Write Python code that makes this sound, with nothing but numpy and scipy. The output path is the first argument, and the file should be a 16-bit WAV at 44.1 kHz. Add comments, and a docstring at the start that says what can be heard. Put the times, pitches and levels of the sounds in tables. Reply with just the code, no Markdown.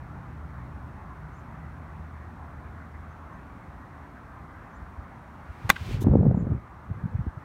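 """Iron shot at a driving range

A golfer hits one ball off a mat, a few metres from a phone. Club head and ball ring with a hard crack
that bounces off the pad and echoes once; the spinning ball hisses away and a shoe scuffs as it pivots.
Gusts buffet the microphone, hardest just after the shot. Behind it all: the rumble and tyre roar of
far traffic, droning engines and small birds chipping in the pines."""
import sys
import numpy as np
from scipy import signal
from scipy.fft import rfft, irfft
from scipy.io import wavfile
from scipy.ndimage import uniform_filter1d

SR = 44100
rng = np.random.default_rng(int(sys.argv[2]) if len(sys.argv) > 2 else 0)


def wrap_up_sound(samples):
    """Save the sound to the file named by the first command line argument, as 16-bit audio."""
    columns = np.atleast_2d(samples).T
    # keep every value between -1 and 1, then stretch to whole-number steps
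    tamed = np.clip(columns, -1, 1)
    steps = np.round(tamed * 32767).astype(np.int16)
    wavfile.write(sys.argv[1], SR, steps)


N = 328104
TIME = np.arange(N) / SR
STRIKE_S = 5.70105

# far engine tones: (pitch [Hz], relative level [dB], holds until [s])
ENGINE_TONES = [(62.4, -51, 0.89), (78.5, -45.5, 3.0), (123.3, -49.5, 1.9), (155.9, -50, 1.97),
                (224, -61.5, 5.1), (282, -62, 4.6)]
# rising bird chips: (time [s], start pitch [Hz], end pitch [Hz], level [dB])
BIRD_CHIPS = [(1.325, 6100, 6500, -72), (1.345, 6450, 7350, -73), (1.372, 6100, 6450, -71),
              (1.378, 6950, 7350, -76), (3.097, 6050, 6450, -75), (3.322, 6050, 6400, -75),
              (4.7, 6150, 6450, -77), (4.728, 5750, 6440, -72), (4.745, 7000, 7250, -74),
              (6.35, 7050, 7500, -72), (6.36, 6150, 6900, -72), (6.383, 6950, 7340, -66),
              (6.4, 6200, 6650, -71)]
# gust envelopes: (rise ends [s], sag starts [s], fall starts [s], nominal level [dB])
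GUST_ENVELOPES = [(4.808, 4.98, 4.6, -49), (5.651, 5.665, 6.3, -39.5), (5.905, 5.95, 5.965, -31.5),
                  (6.08, 6.26, 6.32, -20.5), (6.388, 6.514, 6.55, -27.5), (6.65, 6.751, 6, -44.5),
                  (6.905, 7.262, 7.23, -38.5)]
# large eddies that thump: (time [s], thump level [dB], pitch [Hz], puff level [dB])
EDDY_THUMPS = [(4.826, -33.5, 68, -70), (4.991, -28.5, 71.5, -70.5), (5.502, -28, 68.6, -70),
               (5.653, -22, 100, -50), (5.82, -22, 88, -52), (5.945, -15, 104.3, -46),
               (6.022, -25.5, 300, -34), (6.048, -16, 84.9, -29), (6.07, -6.5, 220.4, -17.5),
               (6.085, -13, 220, -26.5), (6.116, -13.5, 139.4, -30.5), (6.129, -14, 160, -37.5),
               (6.138, -11.5, 161, -23), (6.156, -10, 240, -16.5), (6.171, -9.5, 174.4, -27),
               (6.191, -11.5, 135, -47), (6.211, -9, 149, -29.5), (6.232, -16, 170, -27),
               (6.255, -9, 167, -25), (6.268, -10, 197.5, -23), (6.282, -10.5, 130, -39),
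               (6.313, -15, 180, -24), (6.348, -10.5, 159.6, -27.5), (6.376, -12, 180, -27),
               (6.41, -21, 170, -38), (6.427, -18.5, 190, -39), (6.47, -18.5, 220, -38.5),
               (6.507, -11.5, 140.5, -43.5), (6.521, -17, 109, -36.5), (6.549, -22.5, 94, -47),
               (6.566, -26, 170, -48.5), (6.903, -25, 177, -60), (6.915, -19.5, 101, -57),
               (7.041, -19.5, 152, -52), (7.059, -16.5, 147.2, -51), (7.155, -15.5, 94.8, -45),
               (7.194, -18.5, 138, -58), (7.21, -20, 85.2, -53), (7.268, -24.5, 220, -49),
               (7.278, -18.5, 69.8, -53), (7.376, -26, 109.8, -56)]
# rubber sole slipping on the mat: (time [s], level [dB])
SHOE_SLIPS = [(6.015, -49), (6.028, -50.5)]
# resonances that colour the echo: (centre [Hz], width [Hz], relative level [dB])
ECHO_BANDS = [(1580, 240, -13.5), (3034, 400, -18), (3850, 310, -16.5)]
# ring of club head and ball: (pitch [Hz], level [dB], 60 dB decay time [s])
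IMPACT_MODES = [(170, -9.1, .0093), (587, -21, .024), (859, -16.5, .03), (918, -12.8, .033),
                (1104, -6.6, .018), (1337, -6.2, .0088), (1621, -7.3, .0118), (2035, -2.6, .0139),
                (2349, -11.5, .027), (2483, -18.5, .02), (3569, -9.9, .0182), (3966, -27.2, .036),
                (4472, -6.3, .0037), (4918, -24.6, .014), (5774, -34.9, .03), (6065, -20.1, .0077),
                (6532, -12.4, .0055), (8352, -18.5, .0039)]

# noise colours of far traffic, shoe scuff and flying ball: (frequency [Hz], relative level [dB])
TRAFFIC_COLOUR = [(15, -53.5), (25, -30), (40, -10.5), (59, 3), (100, -3), (160, -4.5), (277, -13),
                  (463, -28), (750, -21.5), (1150, -20.5), (1500, -24.5), (2000, -31), (2900, -46),
                  (4300, -51), (4900, -55.5), (5600, -53), (7600, -58), (9300, -57), (10400, -62),
                  (11400, -59.5), (14000, -61), (14700, -65), (16000, -61.5)]
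SHOE_COLOUR = [(1500, -18), (3400, 6), (4600, -3.5), (6500, 4.5), (9500, -3), (12000, 1.5), (16000, -6.5)]
BALL_COLOUR = [(500, -28.5), (1400, -2), (2400, 1.5), (4000, -4.5), (6000, -12), (9000, -18), (12000, -22),
               (16000, -21.5)]
# noise colours of the wind's rumble, tearing and puffs: (frequency [Hz], relative level [dB])
WIND_COLOUR = [(20, -13), (45, 2.5), (90, 2), (150, -2), (230, -7.5), (330, -21.5), (600, -41.5),
               (2000, -90.5)]
TEAR_COLOUR = [(120, -13), (260, 0), (400, 0), (750, -17), (1200, -33), (2500, -58), (10000, -100)]
PUFF_COLOUR = [(120, -13), (260, 0), (450, 1), (750, -8), (1200, -23), (2500, -52), (10000, -100)]
# noise colours of swing, echo smear, mat brush and scattered tail: (frequency [Hz], relative level [dB])
SWING_COLOUR = [(300, -12), (900, 2), (2200, -1.5), (3200, -9.5), (5000, -16), (8000, -22), (16000, -28)]
SMEAR_COLOUR = [(600, -27), (1500, 2.5), (2800, .5), (4200, -14), (6000, -23), (16000, -41)]
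MAT_COLOUR = [(150, -2.5), (900, 0), (2600, -4), (3600, -9.5), (5500, -14), (9000, -17), (16000, -23)]
TAIL_COLOUR = [(200, 2), (1000, -.5), (2000, -3.5), (3000, -13.5), (3900, -7.5), (4900, -21.5),
               (7000, -19), (16000, -27)]


def undb(db):
    """Decibels to gain."""
    return 10 ** (np.asarray(db) / 20)


def unit(x):
    """Scale to rms 1."""
    return x / np.std(x)


def noise(colour):
    """Noise of rms 1, shaped by a colour table."""
    hz, db = np.transpose(colour)
    bins = np.fft.rfftfreq(N, 1 / SR)
    eq = undb(np.interp(np.log(bins + 1), np.log(hz), db))
    return unit(irfft(rfft(rng.standard_normal(N)) * eq, N))


def filt(x, hz, kind, order=2):
    """Butterworth filter."""
    return signal.sosfilt(signal.butter(order, hz, kind, fs=SR, output="sos"), x)


def drift(rate_hz):
    """Smooth random modulation with spread 1."""
    knots = rng.standard_normal(int(N / SR * rate_hz) + 2)
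    ramps = np.interp(TIME * rate_hz, np.arange(len(knots)), knots)
    return unit(uniform_filter1d(ramps, int(SR / rate_hz / 2)))


def delay(x, lag_s):
    """The same sound, arriving later."""
    return np.interp(TIME - lag_s, TIME, x, left=0)


def since(start):
    """Seconds gone by after a moment, zero before it."""
    return np.maximum(TIME - start, 0)


def until(end):
    """Seconds left before a moment, zero after it."""
    return np.maximum(end - TIME, 0)


def decay(start, t60):
    """Instant attack, then a fall of 60 dB every t60 seconds."""
    return (TIME >= start) * np.exp(-np.log(1000) * since(start) / t60)


def traffic(rumble_db=-44.5, recede_db_per_s=.62, roar_db=-49.5, shimmer_db=2):
    """Far traffic: a slowly receding rumble under tyre roar that shimmers on the breeze."""
    bed = noise(TRAFFIC_COLOUR)
    rumble = unit(filt(bed, 435, "low", order=4)) * undb(rumble_db - recede_db_per_s * TIME + drift(12))
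    roar = filt(bed, 426, "high", order=4)
    # moving air lets each band swell and sink on its own
    for hz in np.geomspace(800, 2800, 16):
        band = signal.lfilter(*signal.iirpeak(hz, Q=16, fs=SR), roar)
        roar = roar + band * (undb(shimmer_db * drift(18)) - 1)
    return rumble + unit(roar) * undb(roar_db)


def engines(trim_db=-1.5, drop_db=11.5, release_s=.58, waver=.008):
    """Far engines drone in wavering tones; each holds, then sinks to a lower level."""
    out = 0
    for hz, db, holds in ENGINE_TONES:
        phase = 2 * np.pi * np.cumsum(hz * (1 + waver * drift(10))) / SR
        # the tone arrives by several shifting paths, which swell and cancel
        tone = unit((.8 + drift(9) / 2) * np.sin(phase) + drift(9) / 2 * np.cos(phase))
        release = np.minimum(since(holds) / release_s, 1)
        out = out + tone * undb(db + trim_db - drop_db * release)
    return out


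def birds(chip_s=.037, rasp=.016, reverb_db=-4):
    """Thin, raspy rising chips in small clusters, blurred by the trees."""
    chips = np.zeros(N)
    waver = 1 + rasp * drift(1200)
    for start, start_hz, end_hz, db in BIRD_CHIPS:
        near = (TIME > start) & (TIME < start + chip_s)
        progress = (TIME[near] - start) / chip_s
        hz = (start_hz + (end_hz - start_hz) * progress) * waver[near]
        chips[near] += undb(db) * np.sin(np.pi * progress) * np.sin(2 * np.pi * np.cumsum(hz) / SR)
    trees = rng.standard_normal(N) * decay(0, t60=.13)
    reverb = signal.fftconvolve(chips, trees / np.linalg.norm(trees))[:N]
    return chips + undb(reverb_db) * reverb


def gust_level(breeze_db=-58, sag_db_per_s=27, edge_db_per_s=269.5):
    """Wind envelope in dB: steep-edged, sagging gusts over a light breeze."""
    strength = undb(breeze_db)
    for rise_end, sag_start, fall_start, db in GUST_ENVELOPES:
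        edges_db = edge_db_per_s * (until(rise_end) + since(fall_start))
        strength = strength + undb(db - sag_db_per_s * since(sag_start) - edges_db)
    return 20 * np.log10(strength)


def eddies(width_cycles=.47, puff_s=.0038, slap_db=2, slap_hz=420, slap_s=.001):
    """Each large eddy pushes and pulls the diaphragm, slaps as it tears off and breaks up in a puff."""
    out = np.zeros(N)
    breakup = noise(PUFF_COLOUR)
    for centre, thump_db, hz, puff_db in EDDY_THUMPS:
        near = np.abs(TIME - centre) < 3 / hz
        age = TIME[near] - centre
        thump = -np.sin(2 * np.pi * hz * age) * np.exp(-(hz * age / width_cycles) ** 2 / 2)
        slap = undb(slap_db) * np.sin(2 * np.pi * slap_hz * age) * np.exp(-(age / slap_s) ** 2)
        puff = breakup[near] * np.exp(-(age / puff_s) ** 2)
        out[near] += undb(thump_db) * thump + undb(puff_db) * (puff - slap)
    return out


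def wind(flutter_db=2.5, shedding_hz=144.3, buffet_db=-1, tear_db=-13, port_hz=50):
    """Turbulence at the microphone port: rumble, buffeting, tearing and thumps."""
    gust_db = gust_level()
    peak_db = gust_db.max()
    lull_db = gust_db - peak_db
    rumble = noise(WIND_COLOUR) * undb(gust_db + flutter_db * drift(40))
    # the phone's edge sheds an uneven train of small eddies, quicker the harder it blows
    rate_hz = shedding_hz * undb(.15 * lull_db) * np.exp(.24 * drift(220))
    buffet = np.sin(2 * np.pi * np.cumsum(rate_hz) / SR)
    buffet *= undb(peak_db + buffet_db + 1.2 * lull_db + 1.3 * drift(120))
    tearing = noise(TEAR_COLOUR) * undb(peak_db + tear_db + 1.17 * lull_db + 3 * drift(90))
    return filt(rumble + buffet + tearing + eddies(), port_hz, "high")


def shoe(slip_s=.0096, grit_db=3.5):
    """The back foot pivots on its toe in two short gritty slips."""
    slips = sum(undb(db) / np.cosh(np.minimum(np.abs(TIME - centre) / slip_s, 20)) ** 2
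                for centre, db in SHOE_SLIPS)
    return noise(SHOE_COLOUR) * slips * undb(grit_db * drift(640))


def downswing(peak_db=-52, swell_db_per_s=57.5):
    """Air rushes round the club, swelling until impact."""
    return noise(SWING_COLOUR) * undb(peak_db - swell_db_per_s * until(STRIKE_S)) * (TIME < STRIKE_S)


def ball_flight(crest_db=-45.5, crest_s=5.92, swell_db_per_s=40, recede_s=.068, falloff=2.3):
    """Air hisses round the spinning ball, crests, then dies away with distance, treble first."""
    hiss = noise(BALL_COLOUR) * undb(crest_db - swell_db_per_s * until(crest_s) + .2 * drift(64))
    distance = np.hypot(1, since(crest_s) / recede_s)
    body = filt(hiss, 3500, "low", order=1)
    treble = (hiss - body) / distance ** 2
    return (body + treble) / distance ** falloff * (TIME >= STRIKE_S)


def echo(crack, lag_s=.063, return_db=-6, smear_db=-36, smear_s=.0045):
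    """Something about ten metres off returns the crack, coloured, dulled and smeared."""
    coloured = sum(undb(db) * signal.lfilter(*signal.iirpeak(hz, hz / width, fs=SR), crack)
                   for hz, width, db in ECHO_BANDS)
    slapback = delay(filt(coloured, 5110, "low"), lag_s)
    smear = noise(SMEAR_COLOUR) * np.exp(-((TIME - STRIKE_S - lag_s) / smear_s) ** 2)
    return undb(return_db) * slapback + undb(smear_db) * smear


def strike(contact_s=.00025, pad_lag_s=.00218, brush_s=.0089, brush_db=-23, crack_db=-22, tail_db=-23):
    """The club's sole brushes the mat, the face meets the ball, and both ring briefly."""
    age = TIME - STRIKE_S
    brush = noise(MAT_COLOUR) * np.clip(6 * (age + brush_s) / brush_s, 0, 1) * (age < 0)
    # a bright tick marks the first touch
    click = undb(2) * signal.unit_impulse(N, int(STRIKE_S * SR))
    fizz = undb(-11) * rng.standard_normal(N) * decay(STRIKE_S, t60=.0045)
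    tick = filt(click + fizz, 6000, "high")
    # the low knock and the high ring start in opposite directions
    ring = sum(np.sign(1500 - hz) * undb(db) * np.sin(2 * np.pi * hz * age) * decay(STRIKE_S, t60)
               for hz, db, t60 in IMPACT_MODES)
    # as the ball squashes, the ring builds and a dense crack fills in between the modes
    ring *= np.clip(age / contact_s, 0, 1)
    crack = unit(filt(rng.standard_normal(N), [750, 3000], "band")) * decay(STRIKE_S, t60=.04)
    # the bounce off the pad combs the spectrum and loses the top
    bounce = -.39 * delay(filt(ring, 8800, "low", order=1), pad_lag_s)
    # grass and nearby things scatter a short tail
    tail = noise(TAIL_COLOUR) * decay(STRIKE_S, t60=.071)
    return undb(brush_db) * brush + tick + ring + undb(crack_db) * crack + bounce + undb(tail_db) * tail


def scene():
    """The mono mix at the microphone: distant bed, wind and the shot."""
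    background = traffic() + engines() + birds()
    crack = strike()
    shot = shoe() + downswing() + ball_flight() + echo(crack) + crack
    return (background + wind() + shot)[None]


def record(dry, knee_db=-22, settle_s=.44, squeeze=.24, top_hz=15800):
    """Slow gain control ducks under the gust; the crack just clips the phone, which also cuts the top."""
    pole = np.exp(-1 / (settle_s * SR))
    power = signal.lfilter([1 - pole], [1, -pole], dry ** 2)
    gain = (1 + power / undb(knee_db) ** 2) ** -squeeze
    clipped = np.clip(dry * gain, -1, 1)
    return signal.sosfilt(signal.ellip(10, .2, 80, top_hz, fs=SR, output="sos"), clipped)


dry = scene()
out = record(dry)
wrap_up_sound(out)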